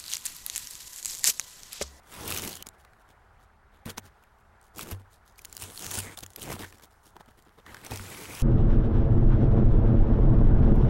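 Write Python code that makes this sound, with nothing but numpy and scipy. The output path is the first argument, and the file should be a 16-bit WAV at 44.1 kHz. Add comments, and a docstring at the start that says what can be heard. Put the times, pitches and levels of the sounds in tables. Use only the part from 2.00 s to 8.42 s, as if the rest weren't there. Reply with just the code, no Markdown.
"""Tape and paper pulled off a shed wall

Outdoors, masking tape and paper are pulled off a thin wooden wall and crumpled by hand.
Creases snap (resonant noise bursts) over a rustle of clumped tiny crackles (noise under a grainy envelope).
Tugs and the flapping sheet ring the wall panel's modes, with a boom near 96 Hz.
A far broad rush and a low rumble, both shaped noise, fill the pauses."""
import sys
import numpy as np
from scipy import signal
from scipy.fft import rfft, irfft, next_fast_len
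from scipy.io import wavfile
from scipy.ndimage import uniform_filter1d, map_coordinates

SR = 44100
rng = np.random.default_rng(int(sys.argv[2]) if len(sys.argv) > 2 else 0)


def amplitude_ratio(level_db):
    """Convert a level in decibels to the matching linear amplitude (field) ratio."""
    exponent = np.asarray(level_db, float) / 20
    return 10 ** exponent


def unload_audio(sound):
    """Save the sound as a 16-bit wav file, at the path given as the first command line argument."""
    columns = np.transpose(np.atleast_2d(sound))
    # keep every value between -1 and 1, then stretch to whole-number steps
    steps = np.round(np.clip(columns, -1, 1) * 32767)
    wavfile.write(sys.argv[1], SR, steps.astype(np.int16))


N = 283122

# far rush and rumble over time: start_s, rush_db, rumble_db
AIR_LEVELS = [(0.0, -60.5, -61), (6.42, -65.5, -63.5)]
# spectrum of the far rush: freq_hz, relative_db
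RUSH_SPECTRUM = [(150, -38), (250, -15), (410, -3), (500, -7.5), (800, 0.5), (1100, -2.5), (1440, -2),
                 (1800, -6.5), (2700, -19), (4000, -24), (6000, -30), (10000, -32.5), (15800, -44.5)]
# spectrum of the low rumble: freq_hz, relative_db
RUMBLE_SPECTRUM = [(12, -29.5), (20, -2), (86, -2.5), (108, -9), (193, -18), (221, -12.5), (245, -21),
                   (300, -34), (390, -64.5), (660, -120)]
# modes of the wall panel, the first two being the boom: mode_hz, level_db, t60_s
PANEL_MODES = [(43, -11.5, 0.15), (96, 5, 0.33), (176, -17, 0.091), (227, 5, 0.082), (346, -7.5, 0.054),
               (471, -5.5, 0.041)]
# tugs that reach the wall: start_s, relative_db, push_s, upper_modes_db
WALL_TUGS = [(0.251, -43, 0.0018, 0), (0.327, -46, 0.0053, 13), (0.457, -53, 0.0016, 16.5),
             (1.861, -41.5, 0.0024, 15.5), (1.868, -31.5, 0.0044, 1), (1.879, -59, 0.0027, 26),
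             (1.98, -47.5, 0.0019, 3), (2.831, -48, 0.0031, 16.5), (2.916, -39.5, 0.0018, -2),
             (2.926, -21.5, 0.0062, 2), (3.629, -38.5, 0.0032, -12), (3.866, -42, 0.0028, -15),
             (3.976, -38, 0.0015, -2), (4.222, -38.5, 0.0038, -23), (4.451, -58, 0.0029, 2),
             (4.541, -48, 0.0014, 10.5), (5.278, -50, 0.0048, 11), (5.912, -37.5, 0.0013, -21),
             (5.928, -32, 0.002, -2.5), (6.001, -33, 0.0045, 7.5), (6.369, -45, 0.0032, -16)]
# the sheet never hangs quite still: time_s, crackle_db
IDLE_STIR = [(0, -79.5), (.7, -76), (1.2, -81), (1.8, -88), (2.05, -75), (2.5, -81.5), (3.0, -76),
             (3.3, -80), (3.47, -62.5), (3.58, -56), (3.62, -69), (4.16, -72.5), (4.2, -56.5), (4.3, -69),
             (4.37, -63.5), (4.75, -66.5), (4.9, -73), (5.3, -73.5), (5.65, -73.5), (6.42, -72.5)]
# small rustles between pulls: start_s, length_s, peak_crackle_db, middle_re_crackle_db
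SMALL_RUSTLES = [(.66, .018, -43.5, -5.5), (.725, .04, -63, 2), (.78, .07, -70, -6), (.98, .07, -68, -1),
                 (1.077, .055, -63, -1), (1.388, 0.081, -64.5, -4), (1.7, 0.12, -72.5, 6.5),
                 (1.964, 0.038, -42, -3), (2.02, 0.075, -61.5, 0.5), (2.22, 0.024, -65, -3),
                 (2.384, .051, -68.5, -19), (2.604, .1, -68, -33), (2.987, .037, -69, 4),
                 (3.1, 0.088, -62, -18), (3.248, .089, -59, -20), (3.375, .03, -54, -29),
                 (3.41, .02, -57.5, -16), (3.44, 0.021, -50, -32), (4.168, .03, -49, -12),
                 (4.222, .025, -42, -4), (4.295, .03, -60.5, -21), (4.7, 0.11, -59, -0.5),
                 (4.81, .055, -57, -5), (4.883, .07, -65, -26), (5.03, 0.078, -58.5, -10.5),
                 (5.15, .028, -73, 17.5), (5.195, 0.025, -74.5, 14), (5.276, 0.026, -76, 13.5),
                 (5.3, .02, -67, -6), (5.37, 0.034, -61, -2), (5.44, .08, -78.5, 13.5),
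                 (5.574, .04, -71.5, 14)]
# six pulls on the tape, each a list of:
# time_s, crackle_db, middle_re_crackle_db, middle_resonance_hz, middle_resonance_db, high_resonance_hz
TAPE_PULLS = [
    [(.02, -75, -8, 1900, 2, 10000), (.142, -47.5, -2, 2420, 4, 9800), (.26, -43.5, -2, 2650, 1, 8500),
     (.285, -39, -7, 2660, 13, 10500), (.39, -40.5, -5, 2760, 12, 6700), (.41, -42, -5.5, 2700, 8, 7000),
     (.46, -40.5, -7, 2500, 5, 7800), (.54, -46.5, -6, 3120, 12, 7700), (.575, -50, -12, 3140, 11, 7700),
     (.59, -55, -5, 3100, 17, 7800), (.615, -55, -1, 3070, 10, 7800)],
    [(1.85, -64.5, 15, 2370, 12, 9000), (1.858, -46.5, -3, 2350, 8, 9000), (1.878, -50, 6.5, 2700, 0, 9500),
     (1.904, -43, -4, 3030, 8, 10400), (1.934, -72, 9, 2980, -16, 10400), (1.95, -77, 17, 2480, -2, 10400)],
    [(2.73, -69.5, -6, 2490, 6, 9800), (2.75, -57.5, -12.5, 2450, 4, 9800),
     (2.785, -46.5, -9, 2490, 9, 9800), (2.815, -42, -12, 2470, 14, 10200),
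     (2.852, -50.5, -2.5, 2700, 6, 10500), (2.9, -47.5, -8, 2500, 6, 10800),
     (2.918, -42, -5, 2300, 6, 11000), (2.97, -73, 4.5, 2200, -5, 11000)],
    [(3.585, -56.5, -9, 2600, 1, 7300), (3.62, -44.5, -6.5, 2600, 12, 8700),
     (3.66, -48.5, -5, 2680, 6, 7360), (3.72, -53.5, -4.5, 2660, -5, 9450), (3.79, -46, -16, 2700, 5, 9400),
     (3.83, -46, -4, 2690, 5, 7500), (3.9, -42, -8, 2610, 10, 7000), (3.945, -38, -7.5, 2550, -2, 6900),
     (3.995, -39, -7, 2900, 14, 9450), (4.02, -47, -6.5, 2430, 11, 8400), (4.085, -50, 2, 2030, 11, 7900),
     (4.14, -55, 3, 2160, 7, 8400), (4.16, -72.5, -6, 2110, 10, 8400)],
    [(4.372, -55.5, 3, 2500, 6, 10900), (4.408, -53, -13, 2900, 11, 7700),
     (4.43, -42, -11.5, 2800, 8, 8500), (4.464, -48, -1, 2280, 7.5, 9900),
     (4.524, -42.5, -5.5, 2300, 13, 9400), (4.565, -48, -0.5, 2620, 3, 8800),
     (4.58, -55, 0.5, 2400, 0, 8800), (4.6, -47.5, 2.5, 2100, 0, 9400), (4.645, -51, 2, 1900, 9, 9600),
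     (4.7, -65, -11, 2010, 7, 9400)],
    [(5.65, -73, 9, 1900, 13, 6440), (5.69, -63, 7, 1980, 13, 7900), (5.752, -60, 4, 1910, 1, 7600),
     (5.822, -62.5, 4.5, 2100, 1, 8800), (5.86, -51, 1, 2420, 15, 7900), (5.89, -57, -1, 2400, 3.5, 8300),
     (5.92, -44.5, -1, 2480, 12, 8900), (6.0, -49, -5.5, 2350, 7, 8000), (6.1, -47, -3.5, 2300, 7.5, 8700),
     (6.28, -47, -4.5, 2270, 14, 8250), (6.42, -43.5, -6.5, 2600, 13, 9300)],
]
# what each pull does to the sheet: high_resonance_db, graininess (0-1)
PULLED_SHEETS = [(1.5, 0.33), (2, 0.5), (0.5, 0.57), (7, 0.38), (1.5, 0.51), (2, 0.24)]
# how freely the sheet flaps: time_s, flap_re_middle_db
FLAP_FREEDOM = [(0, -7), (.3, 4.5), (.55, 3), (1.85, 2.5), (1.9, -1), (2.75, 6.5), (2.82, 6), (2.93, 8),
                (3.6, 2), (3.9, 2), (4.0, 3), (4.1, -0.5), (4.4, 8.5), (4.62, 2.5), (5.2, 6.5), (5.7, 1),
                (5.92, 1.5), (6.0, 3), (6.42, 2)]
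# spectrum of the sheet's crackle: freq_hz, relative_db
CRACKLE_SPECTRUM = [(1800, -19.5), (3000, 6), (4500, 4.5), (6500, 5), (9000, 4), (12400, 4), (15000, -5),
                    (15800, 6.5)]
# spectrum of the middle of the sheet: freq_hz, relative_db
MIDDLE_SPECTRUM = [(500, -3.5), (1000, 8), (1800, 4.5), (2500, -1.5), (3500, -1.5), (5000, -11),
                   (11000, -25)]
# spectrum of the flapping sheet: freq_hz, relative_db
FLAP_SPECTRUM = [(40, -6), (100, 4), (190, 1), (250, 1), (450, 1), (600, -6), (900, -7.5), (1500, -31)]
# creases that snap: start_s, peak_db, centre_hz, t60_s
CREASE_SNAPS = [(.1392, -32.5, 3550, .01), (.2772, -21, 13600, .02), (.304, -21.5, 4200, .02),
                (.3129, -21, 2710, .01), (.3233, -15, 2450, .007), (.3381, -27.5, 6740, .035),
                (.347, -26, 12700, .008), (.3557, -29.5, 6700, .02), (.3631, -21.5, 2450, .013),
                (.3737, -16, 6160, .02), (.3844, -23, 6100, .02), (.4202, -24, 6900, .014),
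                (.4374, -22, 2300, .017), (.449, -22, 2450, .02), (.4754, -22, 7490, .015),
                (.4917, -26.5, 12500, .013), (.511, -27.5, 6430, .015), (.5188, -27, 3660, .014),
                (.529, -27, 4460, .013), (.5388, -28.5, 3300, .009), (.5543, -27, 6800, .007),
                (.5661, -33, 9900, .012), (.5702, -29, 3190, .013), (.625, -24.5, 3060, .0086),
                (.6682, -27, 6940, .008), (.6882, -29.5, 7600, .006), (.8486, -48, 3860, .01),
                (1.8572, -30.5, 2370, .009), (1.8968, -27, 3330, .006), (1.9015, -28.5, 4320, .014),
                (1.9094, -33.5, 3250, .006), (1.9814, -21.5, 6100, .0035), (1.9873, -32, 2410, .006),
                (2.2374, -49, 2330, .01), (2.614, -47, 9000, .0056), (2.6283, -49, 8440, .0055),
                (2.761, -39.5, 6730, .015), (2.7833, -24.5, 13200, .006), (2.7929, -26.5, 2410, .009),
                (2.8097, -24, 3420, .02), (2.8296, -28.5, 13400, .016), (2.9127, -24, 12500, .008),
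                (2.9211, -34, 12100, .03), (3.1325, -46, 8650, .008), (3.3586, -50, 4470, .006),
                (3.3835, -42, 13300, .0065), (3.3912, -33, 2390, .009), (3.4179, -39, 12800, .012),
                (3.4492, -21.5, 13200, .005), (3.4534, -28.5, 6800, .006), (3.4973, -43.5, 7360, .006),
                (3.5275, -27, 7300, .006), (3.5509, -32, 6930, .006), (3.5676, -23.5, 6870, .0054),
                (3.5778, -31, 4100, .006), (3.5986, -33.5, 12790, .006), (3.6142, -33.5, 7020, .02),
                (3.6217, -24.5, 9200, .02), (3.6263, -31.5, 6980, .012), (3.6383, -25.5, 5990, .006),
                (3.7584, -35.5, 8800, .009), (3.7761, -22.5, 4360, .005), (3.7935, -25, 8900, .0054),
                (3.823, -23.5, 5800, .009), (3.8443, -26.5, 5940, .014), (3.865, -21, 5800, .008),
                (3.9125, -21, 6850, .012), (3.9398, -23.5, 10700, .018), (3.9538, -20.5, 6450, .009),
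                (3.9885, -12.5, 9600, .008), (4.0021, -23.5, 8700, .006), (4.1741, -25.5, 3580, .005),
                (4.188, -22.5, 4200, .012), (4.2064, -30.5, 9220, .01), (4.2341, -27.5, 6200, .014),
                (4.2631, -29, 7100, .008), (4.3042, -38.5, 8800, .007), (4.334, -41.5, 6850, .012),
                (4.3609, -24, 12300, .012), (4.3965, -36, 6440, .012), (4.4192, -25, 3100, .006),
                (4.4288, -26.5, 8400, .01), (4.5284, -27.5, 5270, .007), (4.5924, -32.5, 3880, .015),
                (4.6162, -32.5, 2310, .012), (4.7, -48, 7240, .012), (4.7553, -45.5, 2370, .01),
                (4.7825, -48, 7050, .009), (4.7975, -43.5, 3140, .004), (4.8552, -45, 2330, .006),
                (5.032, -53.5, 7110, .008), (5.0515, -58, 12600, .009), (5.2599, -49, 3170, .008),
                (5.3082, -54, 8230, .015), (5.4233, -47.5, 7300, .01), (5.451, -56, 7300, .008),
                (5.7451, -36.5, 6700, .01), (5.8143, -39, 2630, .012), (5.8485, -27.5, 4500, .012),
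                (5.8644, -28.5, 5940, .009), (5.9105, -25.5, 3730, .01), (5.9589, -27, 6680, .011),
                (5.9736, -27, 5770, .01)]
# folds that knock dully: start_s, peak_db, centre_hz, t60_s
FOLD_KNOCKS = [(.313, -27, 1320, .012), (0.8493, -45, 1210, .02), (0.934, -48, 1400, 0.0093),
               (1.9809, -24.5, 990, 0.0063), (2.7925, -25.5, 1400, .01), (3.5275, -38, 1480, 0.0082),
               (3.981, -29, 1450, .017), (4.181, -36.5, 770, .014), (4.4763, -32.5, 770, .012),
               (4.519, -31, 850, 0.013), (4.5646, -33, 666, .01), (4.643, -33.5, 1740, 0.015),
               (4.7254, -40, 1760, 0.016), (4.7975, -42, 690, 0.007), (5.1658, -35.5, 970, 0.007),
               (5.2077, -37.5, 740, 0.025), (5.286, -46, 660, .012), (5.3866, -53, 950, 0.014),
               (5.5887, -48.5, 890, 0.011), (5.664, -34, 1010, 0.0091), (5.7261, -45, 1370, .01),
               (5.745, -31.5, 1660, 0.0093), (5.768, -36, 1680, .011), (5.869, -35, 890, 0.0098),
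               (5.9188, -25.5, 880, 0.0076), (5.9958, -29, 1390, .005), (6.1467, -33.5, 2270, .007),
               (6.2543, -33, 2200, 0.01), (6.3726, -32, 2360, .01)]

IDLE_MIDDLE_RE_CRACKLE_DB, IDLE_GRAININESS = -6, 0.067
RUSTLE_RISE_SHARE, RUSTLE_GRAININESS = .4, 0.79  # share of a rustle spent rising
SLACK_HZ = 2500  # placeholder centre: no resonance stands out while the sheet is slack
PULL_EDGE_S = .012  # fade at the ends of a pull
SNAP_DULL_DB, SNAP_DULL_HZ, SNAP_DULL_SCATTER = -25, 1300, .4  # scatter: sd of log pitch
KNOCK_BRIGHT_DB, KNOCK_BRIGHT_HZ = -18, 3000
STRAY_COUNT, STRAY_LOW_HZ, STRAY_HIGH_HZ, STRAY_T60_S = 80, 2300, 12400, .005
STRAY_RE_CRACKLE_DB, STRAY_SCATTER_DB = 12.5, 3
STRAY_CROWD = .6  # lesser snaps crowd where the rustle is loud
BAND_HZ = 15800


def unit(x):
    """Scale to rms 1."""
    return x / np.sqrt(np.mean(x ** 2) + 1e-20)


def curves(rows):
    """One value per sample for each column after the time."""
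    time_s, *columns = np.transpose(rows)
    return [np.interp(np.arange(N) / SR, time_s, c) for c in columns]


def wobble(rate_hz):
    """A smooth random curve, rate_hz knots a second."""
    knots = rng.standard_normal(int(N * rate_hz / SR) + 4)
    return map_coordinates(knots, [np.arange(N) * rate_hz / SR])


def coloured(x, spectrum):
    """x filtered through (Hz, dB) points on a log axis, scaled to rms 1."""
    m = next_fast_len(N + 8192)
    hz, db = np.transpose(spectrum)
    log_hz = np.log(np.fft.rfftfreq(m, 1 / SR) + 1)
    gain = amplitude_ratio(np.interp(log_hz, np.log(hz), db))
    return unit(irfft(rfft(x, m) * gain, m)[:N])


def patchy(x, patchy_db, size=5):
    """Random patches of gain in time and frequency, lasting about size x 3 ms."""
    z = signal.stft(x, nperseg=256)[2]
    field = uniform_filter1d(rng.standard_normal(z.shape), size=4, axis=0)
    field = uniform_filter1d(field, size=size, axis=1)
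    return signal.istft(z * amplitude_ratio(patchy_db * unit(field)), nperseg=256)[1][:N]


def focused(x, centre_hz, boost_db, width):
    """A resonance whose centre and strength change with the free length of the sheet."""
    hz, frame_s, z = signal.stft(x, SR, nperseg=256)
    sample_s = np.arange(N) / SR
    centre = np.interp(frame_s, sample_s, centre_hz)
    boost = np.interp(frame_s, sample_s, boost_db)
    distance = np.log((hz[:, None] + 1) / centre) / width
    return signal.istft(z * amplitude_ratio(boost * np.exp(-distance ** 2)), nperseg=256)[1][:N]


def air():
    """A far smooth rush and a lumpy low rumble, each shaped noise with a wandering level."""
    rush_db, rumble_db = curves(AIR_LEVELS)
    rush = coloured(patchy(rng.standard_normal(N), patchy_db=1.85), RUSH_SPECTRUM)
    rumble = coloured(rng.standard_normal(N), RUMBLE_SPECTRUM)
    rush_gain = amplitude_ratio(rush_db + 0.73 * wobble(5.53))
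    rumble_gain = amplitude_ratio(rumble_db + 1.3 * wobble(9))
    return rush_gain * rush + rumble_gain * rumble


def wall(flap):
    """Soft pushes, and the flapping sheet stuck to it, set the panel's modes ringing."""
    t = np.arange(SR // 2) / SR
    force = np.zeros((2, N + SR))  # on the boom, on the modes above it
    for start_s, db, push_s, upper_db in WALL_TUGS:
        push = np.gradient(t / push_s * np.exp(-t / push_s)) / push_s / 600
        gain = amplitude_ratio([[db + 5.5], [db + upper_db + 5.5]])
        force[:, round(start_s * SR):][:, :len(t)] += gain * push
    force = force[:, :N] + amplitude_ratio(-64) * flap
    rings = [amplitude_ratio(db - 60 * t / t60_s) * np.sin(2 * np.pi * hz * t) for hz, db, t60_s in PANEL_MODES]
    modes = np.array([sum(rings[:2]), sum(rings[2:])])
    return signal.fftconvolve(force, modes, axes=1)[:, :N].sum(axis=0)


def handling():
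    """Stir, rustles and pulls give crackle, middle and flap gains, two resonances and the graininess."""
    t = np.arange(N) / SR
    gains = amplitude_ratio(curves(IDLE_STIR)[0] + np.array([[0], [IDLE_MIDDLE_RE_CRACKLE_DB]]))
    # rows: middle_hz, middle_boost_db, high_hz, high_boost_db, graininess
    shape = np.outer([SLACK_HZ, 0, SLACK_HZ, 0, IDLE_GRAININESS], np.ones(N))
    for start_s, length_s, db, middle_db in SMALL_RUSTLES:
        corners_s = start_s + length_s * np.array([0, RUSTLE_RISE_SHARE, 1])
        swell = np.interp(t, corners_s, [0, 1, 0])
        gains += swell * amplitude_ratio([[db], [db + middle_db]])
        shape[4, swell > 0] = RUSTLE_GRAININESS
    for rows, (high_db, graininess) in zip(TAPE_PULLS, PULLED_SHEETS):
        db, middle_db, *tones = curves(rows)
        to_edge_s = np.minimum(t - rows[0][0], rows[-1][0] + PULL_EDGE_S - t)
        fade = np.clip(to_edge_s / PULL_EDGE_S, 0, 1)
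        gains += fade * amplitude_ratio([db, db + middle_db])
        on = fade > 0
        shape[:3, on] = np.array(tones)[:, on]
        shape[3:, on] = [[high_db], [graininess]]
    crackle_gain, middle_gain = gains
    flap_gain = middle_gain * amplitude_ratio(curves(FLAP_FREEDOM)[0])
    return [crackle_gain, middle_gain, flap_gain], shape


def crackling(rate_hz, spread_db, life_s, bed):
    """Envelope of many small crackles: sudden starts of very uneven size, in clumps, on a steady bed."""
    chance, size = rng.random((2, N))
    clumps = np.exp(.8 * wobble(25))  # varies the rate
    starts = chance < rate_hz / SR * clumps
    sizes = starts * amplitude_ratio(-spread_db * np.log(size + .005))
    energy = signal.lfilter([1], [1, -np.exp(-2 / (life_s * SR))], sizes ** 2)
    return np.sqrt(bed ** 2 + energy / energy.mean())


def paper(gains, shape):
    """The same crackles sound in three parts of the sheet, the lower ones smoother."""
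    middle_hz, middle_boost_db, high_hz, high_boost_db, graininess = shape
    grain = crackling(rate_hz=550, spread_db=4.0, life_s=.0012, bed=0.26) ** (1.1 * graininess)
    grain /= np.sqrt(abs(uniform_filter1d(grain ** 2, size=8000)))  # graininess leaves the loudness alone
    noise = rng.standard_normal((3, N))
    crackle = coloured(patchy(grain * noise[0], patchy_db=1.7, size=16), CRACKLE_SPECTRUM)
    crackle = focused(crackle, high_hz, high_boost_db, width=0.24)
    middle = coloured(patchy(grain ** 0.99 * noise[1], patchy_db=2.0), MIDDLE_SPECTRUM)
    middle = focused(middle, middle_hz, middle_boost_db, width=0.16)
    flap = coloured(grain ** 0.61 * amplitude_ratio(2.0 * wobble(23)) * noise[2], FLAP_SPECTRUM)
    return gains[0] * crackle + gains[1] * middle, gains[2] * flap


def creases(crackle_gain):
    """Rows (start_s, peak_db, hz, dull_db, dull_hz, t60_s): snaps, knocks, lesser snaps strewn by chance."""
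    crackle_db = 20 * np.log10(crackle_gain)
    odds = np.cumsum(amplitude_ratio(2 * STRAY_CROWD * crackle_db))
    when, pitch = rng.random((STRAY_COUNT, 2)).T
    at = np.minimum(np.searchsorted(odds, when * odds[-1]), N - 1)
    scatter_db = STRAY_SCATTER_DB * rng.standard_normal(STRAY_COUNT)
    stray_db = crackle_db[at] + STRAY_RE_CRACKLE_DB + scatter_db
    stray_hz = STRAY_LOW_HZ * (STRAY_HIGH_HZ / STRAY_LOW_HZ) ** pitch
    strays = [(i / SR, db, hz, STRAY_T60_S) for i, db, hz in zip(at, stray_db, stray_hz)]
    bright = list(CREASE_SNAPS) + strays
    dull_hz = SNAP_DULL_HZ * np.exp(SNAP_DULL_SCATTER * rng.standard_normal(len(bright)))
    snap_rows = [(s, db, hz, SNAP_DULL_DB, dull, t60_s) for (s, db, hz, t60_s), dull in zip(bright, dull_hz)]
    # a knock is a snap whose dull part dominates
    knock_rows = [(s, db + KNOCK_BRIGHT_DB, KNOCK_BRIGHT_HZ, -KNOCK_BRIGHT_DB, hz, t60_s)
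                  for s, db, hz, t60_s in FOLD_KNOCKS]
    return snap_rows + knock_rows


def snaps(rows):
    """A sharp noise crack with a weaker, longer tail, through one sheet resonance, plus a dull knock."""
    size = 4096
    out = np.zeros(N + size)
    t, f = np.arange(size) / SR, np.fft.rfftfreq(size, 1 / SR)

    def resonance(hz, width_hz):
        """Frequency response of one band-pass resonance."""
        return 1j * f * width_hz / (hz * hz - f * f + 1j * f * width_hz)

    noises = rng.standard_normal((len(rows), size))
    for (start_s, db, hz, dull_db, dull_hz, t60_s), noise in zip(rows, noises):
        fall_db = -60 * t / t60_s
        burst = rfft(noise * (amplitude_ratio(fall_db) + 0.043 * amplitude_ratio(0.6 * fall_db)))
        bright = irfft(burst * resonance(6000, 20000) * (0.3 + resonance(hz, 0.07 * hz)), size)
        dull = irfft(burst * resonance(dull_hz, 0.26 * dull_hz), size)
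        sound = bright / abs(bright).max() + amplitude_ratio(dull_db) * dull / abs(dull).max()
        out[round(start_s * SR):][:size] += amplitude_ratio(db) * sound
    return out[:N]


def scene():
    """Paper with one echo off the eaves, wall and air."""
    gains, shape = handling()
    rustle, flap = paper(gains, shape)
    near = rustle + snaps(creases(gains[0]))
    echo = np.pad(near, (round(.004 * SR), 0))[:N]
    return (near + amplitude_ratio(-30.0) * echo + flap + wall(flap) + air())[None]


def low_pass(x):
    """Removes everything above the highest recorded frequency."""
    return signal.sosfilt(signal.butter(12, 16990, fs=SR, output="sos"), x)


def record(dry):
    """A sharp low-pass removes all above the band limit."""
    m = next_fast_len(N)
    passed = np.fft.rfftfreq(m, 1 / SR) < BAND_HZ
    mix = irfft(rfft(dry, m) * passed, m)[:, :N]
    return low_pass(mix)


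dry = scene()
out = record(dry)
unload_audio(out)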